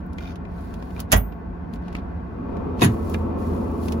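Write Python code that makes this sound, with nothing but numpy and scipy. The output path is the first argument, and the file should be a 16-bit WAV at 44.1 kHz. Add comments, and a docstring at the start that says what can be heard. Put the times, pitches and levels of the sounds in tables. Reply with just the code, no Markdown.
"""Power door locks clunk twice, heard on a stereo pair inside a parked vehicle: the first from across the
cabin, the second near the door. Each stroke is a quick run of metal contacts and a bolt hitting its stop, which
shakes the door panels; the first leaves a small spring ringing. Around them, handling brings light ticks, rubs
and a creak from the plastic trim. Behind it all a low idling rumble fills the cabin, louder and fuller from
about 2.3 s on, as the microphones near the side window."""
import sys
import numpy as np
from scipy import signal
from scipy.fft import rfft, irfft
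from scipy.io import wavfile
from scipy.ndimage import uniform_filter1d

SR = 44100
rng = np.random.default_rng(int(sys.argv[2]) if len(sys.argv) > 2 else 0)


def wav_record(signal):
    """Record a signal, one row per channel, as 16-bit PCM in the file named by sys.argv[1]."""
    frames = np.transpose(np.atleast_2d(signal))
    bounded = np.clip(frames, -1, 1)
    # unit amplitude maps onto the largest positive 16-bit level
    quanta = np.round(bounded * 32767).astype(np.int16)
    wavfile.write(sys.argv[1], SR, quanta)


N = 176400
T = np.arange(N) / SR
HZ = np.maximum(np.arange(N // 2 + 1) * SR / N, 1)
SIDES = np.array([[1], [-1]])  # left, right
SHARED_ONLY = np.array([[1], [0]])  # sources have two rows: shared by both microphones, and opposed
LEAD_SAMPLES = 2048  # room for a scrape ahead of a contact
CUTOFF_HZ = 15800
LONGEST_T60_S = .18  # longest ring of a struck mode, keeping the pings short

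# Contacts of the lock linkage: start_s, level_db, tilt_db_per_octave
FIRST_CONTACTS = [(1.1187, -21, 4.5), (1.1235, -16, 3.5), (1.128, -16.5, 0), (1.132, -20, -7.5),
                  (1.141, -28.5, -4), (1.162, -30, -3)]
SECOND_CONTACTS = [(2.8165, -24.5, -2), (2.8195, -18, -2.5), (2.8235, -26, -0.5), (2.8295, -22, 0),
                   (2.8335, -31.5, 4.5), (2.838, -24, -0.6), (2.8455, -21, 1), (2.853, -39.5, 5.5),
                   (2.863, -44.5, 7.5)]
# Spectrum of each stroke's contacts: frequency_hz, relative_db
FIRST_COLOUR = [(100, 7), (220, 2), (330, -9), (650, 7), (1000, -1.5), (1700, -1.5), (3200, -5),
                (4200, -13.5), (6700, -4.5), (8500, -10.5), (11500, -8), (15500, -19)]
SECOND_COLOUR = [(100, -2.5), (280, 14), (370, 12), (470, -5.5), (700, -8), (1050, -1.5), (1900, -5),
                 (3700, -7.5), (5200, -16.5), (6700, -6.5), (8200, -18.5), (10500, -6), (15500, -23)]
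# The bolt hits its end stop and settles: start_s, level_db, tilt_db_per_octave (above 100 Hz)
FIRST_STOPS = [(1.1266, -3, 1), (1.1463, -22, 1.5)]
SECOND_STOPS = [(2.8171, -21, 7), (2.8255, -10.5, 3), (2.854, -2.5, -9.5)]
# Metal latch modes: pitch_hz, t60_s (capped at LONGEST_T60_S), first_stroke_db, second_stroke_db
LATCH_MODES = [(1247, 0.23, -7, -17), (1414, 0.095, -6.5, -22), (1534, 0.13, -14, -18),
               (1575, 0.17, -13, -30), (1720, 0.097, -10, -7), (1906, 0.15, -18.5, -12.5),
               (1923, .14, -6, -2), (2240, 0.41, -18.5, -12.5), (2560, 0.062, -6.5, 1),
               (2680, 0.1, -21.5, -11), (2870, .14, -11.5, -26), (2930, 0.12, -14.5, -13),
               (3100, 0.094, -23, -28), (3300, 0.1, -10, -34), (3440, 0.1, -13, -28),
               (3620, 0.1044, -22, -11), (3840, .13, -23.5, -12.5), (4600, 0.082, -23.5, -12),
               (6330, .13, -12.5, -12), (6790, .1, -9, -11)]
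# Decay of the door's dense ring: frequency_hz, t60_s
DOOR_DECAY = [(100, 0.34), (400, 0.16), (1000, 0.21), (2500, .14), (6000, 0.093), (11000, 0.069),
              (16000, 0.1)]
# Door panel and cabin air modes: pitch_hz, t60_s, first_stroke_db, second_stroke_db
DOOR_MODES = [(51.8, 0.33, -2.5, -27), (83.1, 0.17, -0.5, -21), (106, 0.24, -11.5, -5.5),
              (123.7, 0.2, -15.5, -0.5), (195.2, 0.17, -9, 4.5), (228.7, 0.14, -9.5, -0.5),
              (313, 0.075, -15.5, -0.5), (345.4, .1, -26.5, -10.5), (421, 0.2, -22.5, -33),
              (422, .18, -27, -9.5), (471, 0.18, -14, -25), (572, 0.2, -21.5, -52), (634.4, 0.1, -3, -36),
              (682, 0.14, -23, -21), (750, 0.15, -15.5, -19), (851, 0.14, -19.5, -25),
              (967, 0.14, -27, -24.5), (1000, 0.13, -26.5, -11), (1123, 0.082, -26.5, -20.5)]
# Spectrum of the spring's shimmer: frequency_hz, relative_db
SPRING_COLOUR = [(6000, -21.5), (9500, 2.5), (11500, 5), (12500, -2.5), (13500, -16), (14800, 3.5),
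                 (16000, -10.5)]
# The spring's lasting modes: pitch_hz, level_db, t60_s
SPRING_MODES = [(12550, -26, .13), (14590, -26.5, .265)]

# Knocks on plastic after a scrape: start_s, level_db, tilt_db_per_octave, swell_s, hollow_relative_db
TICKS = [(.063, -68, 25, 0.0017, -28.5), (.132, -57.5, 5.5, 0.0048, -18), (0.184, -32, -1.5, 0.0046, -19),
         (0.3574, -49.5, 3, .001, -17), (0.4525, -46.5, -2, .002, -7), (0.7406, -48, 3.5, 0.0013, -3),
         (0.825, -46.5, 1, 0.0019, 7), (0.906, -49, -0.5, .002, -3), (0.965, -45, -2, .003, -14),
         (0.994, -40.5, 1.5, .004, -13), (1.002, -35.5, 11.5, 0.0026, -3), (1.116, -36, 1.5, 0.01, -21),
         (1.3234, -46.5, -1.5, 0.0041, -12), (1.7373, -45.5, 1.5, 0.0075, -8.5),
         (1.758, -51, 1.5, .008, -6), (1.8235, -59, 1, .001, -10), (1.8823, -46.5, 1, 0.0016, 3),
         (1.9277, -50, 2.5, 0.0034, 1), (1.951, -35.5, 0, .0015, 1), (1.966, -48, 2, 0.0026, -11.5),
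         (1.986, -47.5, -1.5, .005, -0.5), (2.5685, -51, 1.5, .002, -16), (2.795, -43, 2, 0.0033, -11),
         (2.811, -33, 3, 0.015, -15), (3.0977, -49, 16, .005, -19.5), (3.1411, -44, 5.5, 0.0046, 8),
         (3.1451, -29.5, -2, 0.004, -3.5), (3.8838, -39, 3, .004, -17), (3.9221, -37.5, 5, 0.001, -22)]
# Stiff trim snapping over: start_s, pitch_hz, level_db
SNAPS = [(0.185, 2070, -29), (1.9526, 2260, -21), (3.1448, 2800, -18)]
# Plastic trim modes: pitch_hz, t60_s, knock_db, slip_db
TRIM_MODES = [(1430, 0.068, -7, -5), (2085, 0.076, -3, -10), (2400, 0.043, 2.5, 3), (2730, 0.05, -6, -14),
              (3300, .05, -17, -6), (3650, .05, -12.5, -2), (5240, .04, -21.5, -27)]
# Modes of the hollow panel behind the trim: pitch_hz, t60_s, relative_db
HOLLOW_MODES = [(208, 0.1, 5), (580, 0.044, -2.5), (860, 0.042, -1), (1090, .05, -4), (1250, .05, -6.5),
                (1667, 0.036, -5.5)]
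# Decay of a tick and of one slip of the creak: frequency_hz, t60_s
TICK_DECAY = [(500, .08), (3000, .065), (14000, .045)]
SLIP_DECAY = [(500, 0.07), (3000, 0.2), (14000, 0.06)]
# Spells of rubbing, one list each: time_s, level_db
RUSTLE_SPELLS = [
    [(0, -92), (.1, -82), (.2, -67.5), (.33, -79), (.42, -91), (.58, -65.5), (.72, -66), (.8, -70.5),
     (.94, -63.5), (1.02, -60.5), (1.08, -89.5)],
    [(1.72, -80), (1.745, -62), (1.8, -88), (1.87, -74.5), (1.91, -84), (1.955, -68), (2, -80)],
    [(2.88, -55.5), (3.01, -61), (3.12, -53), (3.2, -64), (3.36, -77), (3.39, -58.5), (3.55, -58.5),
     (3.71, -64), (3.79, -60), (3.86, -50), (3.93, -59), (4, -68.5)],
]
# Dull rubs on the trim: middle_s, half_length_s, level_db
SCUFFS = [(0.633, 0.09, -48.5), (0.857, 0.067, -52), (.997, 0.022, -38), (1.885, .035, -47),
          (1.981, 0.017, -44)]
# Spectra of the handling sounds: frequency_hz, relative_db
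TICK_COLOUR = [(300, 18), (900, -2.5), (1600, -2.5), (2500, 0.5), (3500, -3.5), (5500, -10), (8000, -17.5),
               (11000, -20), (15500, -27)]
CREAK_COLOUR = [(500, -14), (1450, 5.5), (1900, -3), (2450, -3), (3000, 0), (3600, -11), (4500, -3),
                (6500, -8), (8000, -24), (11000, -14), (15500, -14)]
RUSTLE_COLOUR = [(1200, -1.5), (2400, -2.5), (4000, 1.5), (6000, -1), (8000, 1), (10000, 0.5), (12500, 1),
                 (15500, -1.5)]
SCUFF_COLOUR = [(150, -23), (400, -6), (650, 6.5), (1200, -4.5), (1700, -7.5), (2500, -15.5), (4500, -18),
                (7000, -34.5), (15500, -49)]

# Spectrum of the idle in the cabin and close to the side window: frequency_hz, relative_db
CABIN_COLOUR = [(20, -27.5), (32, -26.5), (43, -3.5), (65, 2), (90, -4.5), (125, -13), (180, -6.5),
                (260, -8.5), (340, -15.5), (500, -19), (850, -19.5), (1100, -22.5), (1250, -32),
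                (1520, -26), (2200, -38.5), (3500, -53), (7000, -66.5), (15500, -69.5)]
WINDOW_COLOUR = [(25, -14), (48, 1), (100, 1), (140, -5.5), (250, 3), (310, -4), (420, -3.5), (540, -6),
                 (700, -13), (950, -10.5), (1270, -17.5), (1400, -25.5), (2500, -35.5), (4000, -49.5),
                 (8000, -62.5), (15500, -60.5)]
# Hums in the same two places: pitch_hz, waver_bandwidth_hz, level_db
CABIN_HUMS = [(70.9, 6.2, -46), (175, 17, -39.5)]
WINDOW_HUMS = [(80.8, 1.2, -29), (227.4, 21, -33), (338, 2.8, -39), (373.2, 4.3, -45), (415, 1.1, -41),
               (622.6, 4, -48)]
# Rumbles and window hums as the microphones move: time_s, gain_db
CABIN_LEVEL = [(0, -33), (.6, -32), (1.5, -33), (2.1, -30.5), (2.7, -34.5), (4, -38)]
WINDOW_LEVEL = [(0, -69.5), (2.1, -67), (2.35, -36), (2.55, -27.5), (2.8, -27.5), (3.2, -27), (3.55, -25),
                (3.8, -28), (4, -26.5)]
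WINDOW_HUM_LEVEL = [(0, -13), (2.4, -18), (2.9, -0.5), (3.25, -2), (3.5, 1.5), (3.8, 0), (4, 3.5)]
# Likeness of the two microphones: frequency_hz, correlation
PAIR_LIKENESS = [(60, 0.95), (150, 0.86), (260, 0.74), (400, 0.061), (650, 0.058), (2000, 0.085),
                 (4500, 0.15), (6500, 0.22), (8000, 1), (15000, 1)]
# Balance of the pair: frequency_hz, left_minus_right_db
PAIR_BALANCE = [(50, -1), (250, -0.5), (550, 2), (1000, 2.5), (2500, 0), (4000, -2), (5400, -3), (7500, 0),
                (15000, 0.5)]


def lock_stroke(contacts, colour, stops, column):
    """The linkage rattles, each contact rings the latch, and the bolt thuds into its stop."""
    out = door_panels(stops, column)
    for start_s, db, tilt_db in contacts:
        add(out, start_s - LEAD_SAMPLES / SR, contact(db + 7, tilt_db, colour, DOOR_DECAY, -.5, bands=14))
        add(out, start_s, struck(LATCH_MODES, db - 3.5, column))
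    return out


def door_panels(stops, column):
    """Each thud sets the door and the cabin air ringing; low modes build up more slowly."""
    out, t = np.zeros((2, N)), np.arange(SR // 2) / SR
    for hz, t60, *stroke_db in DOOR_MODES:
        rise_s = .011 * np.sqrt(100 / hz)
        mode = from_db(stroke_db[column]) * ring_envelope(t, t60, rise_s) * np.sin(2 * np.pi * hz * t)
        angle = rng.uniform(-np.pi, np.pi) * np.clip((hz - 250) / 400, 0, 1)  # the bass stays central
        octaves = max(np.log2(hz / 100), 0)
        for start_s, db, tilt_db in stops:
            add(out, start_s, from_db(db + tilt_db * octaves) * from_direction(mode, angle))
    return out


def spring(start_s=1.161, rise_s=.006):
    """A small spring shimmers after the first stroke and rings on in two high modes."""
    t = np.maximum(T - start_s, 0)
    hiss = coloured(rng.standard_normal((2, N)), [(2000, -58)] + SPRING_COLOUR)
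    shimmer = from_db(-24.5) * ring_envelope(t, .1, rise_s) * hiss
    tones = sum(from_db(db) * ring_envelope(t, t60, rise_s) * np.sin(2 * np.pi * hz * T)
                for hz, db, t60 in SPRING_MODES)
    return shimmer + tones * SHARED_ONLY


def trim_ticks(snap_t60_s=.011):
    """Light knocks ring the plastic trim and the hollow behind it; stiff pieces snap over."""
    out = np.zeros((2, N))
    for start_s, db, tilt_db, swell_s, hollow_db in TICKS:
        add(out, start_s, struck(HOLLOW_MODES, db + hollow_db))
        knock = contact(db + 7.5, tilt_db, TICK_COLOUR, TICK_DECAY, swell_s=swell_s)
        add(out, start_s - LEAD_SAMPLES / SR, knock)
        add(out, start_s, struck(TRIM_MODES, db - 7 - 3.5 * tilt_db))  # brighter knocks ring less
    for start_s, hz, db in SNAPS:
        add(out, start_s, struck([(hz, snap_t60_s, 0)], db))
    return out


def trim_creak(start_s=.205, end_s=.325, gap_s=.0075, db=-49):
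    """The trim creaks once, in a run of uneven slips."""
    out = np.zeros((2, N))
    for k, jitter in enumerate(rng.uniform(-.4, .4, 18)):
        slip_s = start_s + (k + jitter) * gap_s
        slip = contact(db, tilt_db=-1, colour=CREAK_COLOUR, decay=SLIP_DECAY)
        ring = struck(TRIM_MODES, db, column=1)
        if slip_s < end_s:
            add(out, slip_s - LEAD_SAMPLES / SR, slip)
            add(out, slip_s, ring)
    return out


def rustle(catches_per_s=400, grain_s=.002, fade_db_per_s=194):
    """Spells of rubbing: a soft hiss with tiny catches in it."""
    catches = (rng.random(N) < catches_per_s / SR) * np.minimum(rng.exponential(1, N), 4)
    grains = rms_one(signal.lfilter([1], [1, -np.exp(-1 / (grain_s * SR))], catches))
    friction = rng.standard_normal((2, N)) * (1 + from_db(-10.5) * grains)
    effort = 0
    for spell in RUSTLE_SPELLS:
        outside_s = abs(T - np.clip(T, spell[0][0], spell[-1][0]))
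        effort += level(spell) * from_db(-fade_db_per_s * outside_s)
    return from_db(4.5) * effort * coloured(friction, [(300, -24.5)] + RUSTLE_COLOUR)


def scuffs(slips_per_s=1300):
    """Dull rubs over the hollow trim: dense little slips that swell and fade."""
    pressure = sum(from_db(db) * np.exp(-.5 * ((T - s) / half_s) ** 2) for s, half_s, db in SCUFFS)
    slips = (rng.random(N) < slips_per_s / SR) * rng.standard_normal((2, N))
    return pressure * coloured(slips, SCUFF_COLOUR)


def idle_rumble():
    """The idle fills the cabin and sounds fuller once the microphones are near the side window."""
    cabin = level(CABIN_LEVEL) * coloured(rng.standard_normal((2, N)), CABIN_COLOUR) + hums(CABIN_HUMS)
    window = level(WINDOW_LEVEL) * coloured(rng.standard_normal((2, N)), WINDOW_COLOUR)
    return cabin + window + level(WINDOW_HUM_LEVEL) * hums(WINDOW_HUMS)


def hums(rows):
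    """Narrow drones in the rumble that waver in pitch and strength."""
    out = 0
    for hz, width_hz, db in rows:
        slow_spectrum = rfft(rng.standard_normal((2, N))) / (1 + (HZ / width_hz) ** 2)
        swell, drift = rms_one(irfft(slow_spectrum, N))
        out += from_db(db) * rms_one((1 + .2 * swell) * np.sin(2 * np.pi * hz * T + .56 * drift))
    return out * SHARED_ONLY


def cabin_reflections(x, step_hz=10, width_hz=24.3):
    """Glass and trim near the microphones carve fine peaks and dips into the middle and the treble."""
    grid_hz = np.arange(0, SR / 2, step_hz)
    ripple = signal.lfilter([1], [1, -np.exp(-step_hz / width_hz)], rng.standard_normal(len(grid_hz)))
    ripple = rms_one(uniform_filter1d(ripple, size=4))
    ripple = np.minimum(np.interp(HZ, grid_hz, ripple), 1)
    depth_db = 4 * np.minimum(HZ / 810, 1)
    offset_db = depth_db ** 2 * np.log(10) / 20  # turned down where the ripple is deep
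    return irfft(rfft(x) * from_db(depth_db * ripple - offset_db), N)


def microphones(parts, lag_s=.00021, lag_from_hz=6050):
    """The stereo pair: alike in the bass, diffuse in the middle, late on the left in the treble."""
    shared, opposed = rfft(parts)
    alike = np.clip(at_hz(PAIR_LIKENESS, HZ), -.99, .99)
    pair = np.sqrt((1 + alike) / 2) * shared + SIDES * np.sqrt((1 - alike) / 2) * opposed
    balance = from_db(SIDES * at_hz(PAIR_BALANCE, HZ) / 2)
    lag_rad = 2 * np.pi * lag_s * np.maximum(HZ - lag_from_hz, 0)
    return irfft(pair * balance * np.exp(-.5j * SIDES * lag_rad), N)


def contact(db, tilt_db, colour, decay, crack_db=2, swell_s=0, bands=5, size=12288):
    """Two parts meet: an optional swelling scrape, a crack, then a dense ring that dies band by band."""
    t = (np.arange(size) - LEAD_SAMPLES) / SR
    hz = np.maximum(np.arange(size // 2 + 1) * SR / size, 1)
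    shape = from_db(at_hz(colour, hz) + tilt_db * np.log2(np.maximum(hz, 400)))
    shape *= (hz < CUTOFF_HZ) * hz ** 2 / (hz ** 2 + 70 ** 2)  # bass rolls off below 70 Hz
    spectrum = rfft(rms_one(irfft(rfft(rng.standard_normal((2, size))) * shape)))
    centres_hz, ring = np.geomspace(100, 16000, bands), 0
    for centre_hz, share in zip(centres_hz, np.eye(bands)):
        band = irfft(spectrum * np.interp(hz, centres_hz, share))
        ring += band * from_db(-60 * np.maximum(t, 0) / at_hz(decay, centre_hz))
    scrape = np.where(t < 0, from_db(-8), 1) * np.exp(np.minimum(t, 0) / max(swell_s, 1 / SR))
    crack = 1 + from_db(crack_db) * np.exp(-abs(t) / .0025)
    return from_db(db) * ring * scrape * crack / 2


def struck(modes, db, column=0, spread_db=5.5, size=12288):
    """One blow on a small part; each mode arrives with its own random strength and direction."""
    t, out = np.arange(size) / SR, 0
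    for (hz, t60, *mode_db), (spread, turn) in zip(modes, rng.standard_normal((len(modes), 2))):
        envelope = from_db(db + mode_db[column] + spread_db * spread - 60 * t / min(t60, LONGEST_T60_S))
        out += from_direction(envelope * np.sin(2 * np.pi * hz * t), np.pi * turn)
    return out


def from_direction(x, angle):
    """Split a sound into its shared and opposed rows."""
    return np.outer([np.cos(angle), np.sin(angle)], x)


def ring_envelope(t, t60, rise_s):
    """A vibration builds up and dies away."""
    return (1 - np.exp(-t / rise_s)) * from_db(-60 * t / t60)


def from_db(db):
    """Decibels to gain."""
    return 10 ** (np.asarray(db) / 20)


def rms_one(x):
    """Scale to unit power."""
    return x / np.sqrt(np.mean(x ** 2) + 1e-20)


def at_hz(points, hz):
    """Read a table on a log-frequency axis."""
    frequencies, values = np.transpose(points)
    return np.interp(np.log(hz), np.log(frequencies), values)


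def level(rows):
    """Gain over time from rows of time_s, level_db."""
    return from_db(np.interp(T, *np.transpose(rows)))


def coloured(x, colour):
    """Give a steady signal a spectrum, at unit power."""
    return rms_one(irfft(rfft(x) * from_db(at_hz(colour, HZ)), N))


def add(out, start_s, x):
    """Mix a short sound in at a time."""
    i = int(start_s * SR)
    out[..., i:i + x.shape[-1]] += x[..., :N - i]


def scene():
    """From inside the cabin: two lock strokes in front, handling around them, the idle behind."""
    first = microphones(lock_stroke(FIRST_CONTACTS, FIRST_COLOUR, FIRST_STOPS, column=0) + spring())
    first *= from_db(-SIDES)  # 2 dB towards the right
    second = microphones(lock_stroke(SECOND_CONTACTS, SECOND_COLOUR, SECOND_STOPS, column=1))
    trim = trim_ticks() + trim_creak()
    background = cabin_reflections(rustle() + scuffs() + idle_rumble())
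    edge_fade = np.clip(np.minimum(T, T[-1] - T) / .003, 0, 1)
    return first + second + microphones(trim + edge_fade * background)


def record(dry):
    """The deepest bass is thinned, peaks stop at full scale and the top is cut."""
    low_cut = signal.butter(2, 28, "high", fs=SR, output="sos")
    high_cut = signal.ellip(10, .1, 80, CUTOFF_HZ, fs=SR, output="sos")
    return signal.sosfilt(high_cut, np.clip(signal.sosfilt(low_cut, dry), -1, 1))


dry = scene()
out = record(dry)
wav_record(out)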